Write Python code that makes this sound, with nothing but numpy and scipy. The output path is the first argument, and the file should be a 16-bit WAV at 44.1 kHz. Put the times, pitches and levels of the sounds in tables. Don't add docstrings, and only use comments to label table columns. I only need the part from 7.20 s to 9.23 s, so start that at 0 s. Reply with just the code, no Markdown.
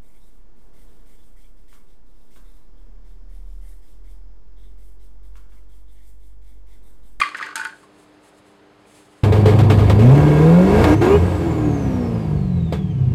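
import sys
import numpy as np
from scipy import signal
from scipy.fft import rfft, irfft
from scipy.io import wavfile
from scipy.ndimage import uniform_filter1d

SR = 44100
rng = np.random.default_rng(int(sys.argv[2]) if len(sys.argv) > 2 else 0)


def put_to_file(sound):
    columns = np.atleast_2d(sound).T
    safe = np.clip(columns, -1, 1)
    whole_steps = np.round(safe * 32767)
    wavfile.write(sys.argv[1], SR, whole_steps.astype(np.int16))


def ratio(d):
    e = np.asarray(d, float) / 20
    return 10 ** e


N = 89699
T = np.arange(N) / SR

# (frequency [Hz], relative level [dB])
VENTILATION_COLOUR = [(25, -46), (45, -32.5), (80, -16), (130, -10.5), (200, -12.5), (260, -14.5),
                      (400, -9.5), (900, -14), (1650, -19.5), (4500, -30), (8000, -40), (11000, -45),
                      (13500, -52), (16000, -60)]
VENTILATION_DB = -53.5
# (frequency [Hz], rms level before wavering [dB])
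HUM_TONES = [(48, -73.5), (199, -67), (300.5, -58), (400, -63.5)]
HUM_WAVER_DB = 2

# (time [s], level before flicker [dB])
BRUSH_LEVEL = [(.5, -67), (.57, -63.5), (.64, -61.5), (.68, -69), (.74, -73), (.77, -57.5), (.83, -62),
               (.88, -71), (1.01, -72), (1.045, -58.5), (1.09, -60), (1.12, -70), (1.16, -66.5),
               (1.18, -61), (1.22, -77), (1.27, -63.5), (1.31, -63.5), (1.34, -69), (1.45, -88),
               (1.655, -72), (1.685, -61), (1.73, -58), (1.79, -53.5), (1.86, -58), (1.89, -67.5),
               (1.92, -63.5), (1.94, -60.5), (1.97, -65), (2.03, -63)]
# (frequency [Hz], relative level [dB])
HAIR_COLOUR = [(600, -0.5), (1500, 0), (3000, 3), (5000, -1), (8000, 2.5), (10500, 0), (13000, -14.5),
               (16000, -17)]
SWISH_FLICKER_DB = 2

SCRAPE_LEVEL = [(.0, -30), (.09, -41), (.14, -52), (.15, -39.5), (.23, -39), (.3, -44), (.35, -56),
                (.36, -39.5), (.45, -40.5), (.52, -59), (.56, -94)]
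# (frequency [Hz], relative level [dB])
SCRAPE_COLOUR = [(300, -5.5), (750, -11.5), (1100, -0.5), (2000, 2.5), (3500, -8.5), (7000, -17.5),
                 (12000, -32), (16000, -54)]
SCRAPE_FLICKER_DB = 2.4

BLOWS = [(.0005, -40, 1220, 0.0019, -27), (.004, -21.5, 1870, 0.0031, -49),
         (.0144, -12.5, 1200, 0.01, -26.5), (0.0149, -12, 2170, 0.0072, -33),
         (.0148, -16.5, 3300, 0.0045, -57), (.033, -16, 2000, 0.0035, -44), (.037, -27.5, 1141, .048, -37),
         (0.115, -40, 1230, 0.0038, -57), (0.1461, -25, 1757, 0.004, -30.5),
         (0.148, -31, 1340, 0.0028, -56), (0.1895, -31.5, 1920, 0.0018, -34),
         (.199, -27.5, 1330, 0.0028, -53), (.211, -27, 1296, 0.007, -43), (.219, -30.5, 1600, .002, -54),
         (0.2262, -24, 1850, 0.006, -28), (.226, -30, 895, 0.024, -52), (.24, -28.5, 1940, 0.0012, -47),
         (0.267, -28.5, 1600, 0.0059, -52), (0.288, -32.5, 1265, 0.0038, -48),
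         (.3082, -35, 1350, 0.0052, -67), (0.326, -37.5, 1310, 0.006, -48),
         (0.3557, -26, 1500, 0.0063, -27.5), (0.365, -28.5, 1420, 0.0034, -54),
         (.362, -29.5, 895, 0.035, -44), (0.378, -30, 1700, 0.0016, -27.5),
         (0.397, -26.5, 1520, 0.0075, -42), (0.411, -23, 1590, 0.009, -43), (.424, -35.5, 1620, 0.004, -48),
         (0.431, -28.5, 1480, 0.0069, -62), (.43, -36, 895, 0.041, -71), (0.45, -26.5, 1450, 0.0039, -32),
         (0.457, -24, 1610, 0.0024, -54), (0.47, -32.5, 1550, 0.0032, -56), (.492, -37, 1680, 0.011, -46.5),
         (0.526, -42, 1540, 0.0075, -68), (0.555, -59, 1580, 0.0036, -69),
         (0.631, -49.5, 1010, 0.0023, -72), (1.654, -61, 2530, 0.0017, -66)]
MODE_PITCH = [894, 1078, 1155, 1260, 1340, 1470, 1522, 1575, 1655, 1750, 1865, 2070, 2420, 2750, 3200, 4310,
              4650]
# (level [dB], fade by 60 dB [s], after-ring level [dB])
MODE_RING = [(-10, 0.054, -11.5), (2, 0.086, -30), (1.5, 0.017, -23), (-1.5, 0.0051, -40),
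             (-8.5, 0.014, -22), (-2, 0.04, -25), (-7, 0.033, -24), (-3.5, 0.046, -16.5), (-6, 0.028, -12),
             (-5.5, 0.026, -20), (-3, 0.021, -23), (-3.5, 0.016, -13.5), (4.5, 0.021, -29),
             (-11, 0.1, -18.5), (-10.5, 0.036, -16), (-0.5, 0.016, -43), (-2, 0.025, -29)]
REGION_OCTAVES, OUTSIDE_DB = 0.22, -22
ROCKING_S = 0.0044
ATTACK_S = 0.0006
SCATTER_DB, DETUNE = 2.5, 0.003
AFTER_T60_S = 0.24

# (frequency [Hz], relative level [dB])
KNOCK_COLOUR = [(300, -6.5), (700, -42), (1500, 16.5), (2800, 12), (4600, 1.5), (6500, -9), (10000, -15),
                (16000, -53)]
# (time [s], level before crackle [dB], hold [s])
TICKS = [(.003, -32, 0.0014), (0.0093, -41.5, 0.02), (0.169, -49, 0.016), (0.209, -49, 0.0028),
         (0.261, -47, 0.0072), (0.3564, -25.5, 0.0031), (0.363, -31.5, 0.0041), (0.378, -36.5, 0.0035),
         (0.385, -47.5, 0.03), (0.446, -42.5, 0.0055), (.451, -37.5, 0.00093), (0.47, -46, 0.0035)]
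# (frequency [Hz], relative level [dB])
TICK_COLOUR = [(2500, -6), (4500, 2.5), (6300, 7.5), (9000, 3.5), (11500, -5.5), (14000, -15), (15500, -26),
               (17000, -40)]
KNOCK_T60_S, TICK_T60_S = 0.02, 0.011
TICK_ATTACK_S, CRACKLE_DB = 0.0002, 4
LOW_CUT_HZ = 250

# (frequency [Hz], fade by 60 dB [s])
ROOM_FADE = [(1500, 0.28), (5000, 0.36), (9500, 0.38), (14000, 0.19)]
ROOM_DB, ROOM_GAP_S = -10.5, 0.0067

# (frequency [Hz], width [Hz], gain [dB])
MIC_DIPS = [(5780, 260, -9), (6900, 130, -6)]
TOP_HZ = 15900


def unit(x):
    return x / np.sqrt(np.mean(x ** 2))


def hiss(colour):
    log_f = np.log(np.fft.rfftfreq(N, 1 / SR) + 1)
    hz, db = np.array(colour).T
    gain = ratio(np.interp(log_f, np.log(hz), db))
    return unit(irfft(rfft(rng.standard_normal(N)) * gain, N))


def walk(rate):
    k = int(SR / rate)
    smooth = uniform_filter1d(rng.standard_normal(N), k)
    return unit(uniform_filter1d(smooth, k))


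def burst(start_s, hold, t60, attack):
    age = T[:SR // 4, None]
    rise = np.minimum(age / attack, 1)
    fade = np.exp(-np.log(1000) * np.maximum(age - hold, 0) / t60)
    return int(max(start_s, 0) * SR), rise * fade


def ventilation():
    return ratio(VENTILATION_DB) * hiss(VENTILATION_COLOUR)


def mains_hum():
    hum = np.zeros(N)
    for hz, db in HUM_TONES:
        level = ratio(db + HUM_WAVER_DB * walk(27.4))
        hum += level * np.sqrt(2) * np.sin(2 * np.pi * (hz * T + rng.random()))
    return hum


def hair():
    db = np.interp(T, *np.array(BRUSH_LEVEL).T, left=-120)
    return ratio(db + SWISH_FLICKER_DB * walk(42)) * hiss(HAIR_COLOUR)


def scrape():
    db = np.interp(T, *np.array(SCRAPE_LEVEL).T)
    return ratio(db + SCRAPE_FLICKER_DB * walk(326)) * hiss(SCRAPE_COLOUR)


def teeth_ticks():
    level = np.zeros(N + SR)
    for start_s, db, hold in TICKS:
        i, env = burst(start_s, hold, TICK_T60_S, TICK_ATTACK_S)
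        level[i:i + len(env)] += ratio(db) * env[:, 0]
    return level[:N] * ratio(CRACKLE_DB * walk(2500)) * hiss(TICK_COLOUR)


def knocks():
    level = np.zeros(N + SR)
    for start_s, _, _, contact_s, knock_db in BLOWS:
        i, env = burst(start_s, contact_s / 2, KNOCK_T60_S, ATTACK_S)
        level[i:i + len(env)] += ratio(knock_db) * env[:, 0]
    return level[:N] * hiss(KNOCK_COLOUR)


def ringing():
    hz = np.array(MODE_PITCH)
    mode_db, t60, after_db = np.array(MODE_RING).T
    ring = np.zeros(N + SR)
    for start_s, db, struck_hz, contact_s, _ in BLOWS:
        detune, scatter, phase = rng.standard_normal((3, len(hz)))
        i, env = burst(start_s, contact_s, t60, ATTACK_S)
        env = env + ratio(after_db) * burst(start_s, contact_s, AFTER_T60_S, ATTACK_S)[1]

        distance = np.log2(hz / struck_hz) / REGION_OCTAVES * max(1, contact_s / ROCKING_S)
        near = np.exp(-distance ** 2) + ratio(OUTSIDE_DB)
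        gains = near * ratio(db + mode_db + SCATTER_DB * scatter)
        pitch = hz * (1 + DETUNE * detune)
        tones = np.sin(2 * np.pi * (pitch * T[:len(env), None] + phase))
        sound = (env * tones) @ gains

        contact = int((contact_s + ATTACK_S) * SR)
        wanted_power = np.sum(gains ** 2) / 2
        ring[i:i + len(env)] += sound * np.sqrt(wanted_power / np.mean(sound[:contact] ** 2))
    return ring[:N]


def room(x):
    t = T[:SR // 2]
    spectrum = rfft(rng.standard_normal(len(t)))
    f = np.fft.rfftfreq(len(t), 1 / SR)
    band = f // 1000
    tail = np.zeros(len(t))
    for k in np.unique(band):
        t60 = np.interp(f[band == k].mean(), *np.array(ROOM_FADE).T)
        tail += irfft(spectrum * (band == k), len(t)) * np.exp(-np.log(1000) * t / t60)
    tail = tail * (t > ROOM_GAP_S)
    tail = tail / np.sqrt(np.sum(tail ** 2))
    return ratio(ROOM_DB) * signal.fftconvolve(x, tail)[:N]


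def scene():
    low_cut = signal.butter(2, LOW_CUT_HZ, "high", fs=SR, output="sos")
    clip = signal.sosfilt(low_cut, ringing() + knocks() + teeth_ticks() + scrape())
    mix = clip + room(clip) + hair() + ventilation() + mains_hum()
    return mix[None]


def band_limit(x):
    return signal.sosfilt(signal.butter(12, 16120, fs=SR, output="sos"), x)


def record(dry):
    f = np.fft.rfftfreq(N, 1 / SR)
    dips_db = sum(db * np.exp(-((f - hz) / width) ** 2) for hz, width, db in MIC_DIPS)
    dipped = irfft(rfft(dry) * ratio(dips_db), N)
    top_cut = signal.ellip(8, 0.2, 70, TOP_HZ, fs=SR, output="sos")
    return band_limit(signal.sosfilt(top_cut, dipped))


dry = scene()
out = record(dry)
put_to_file(out)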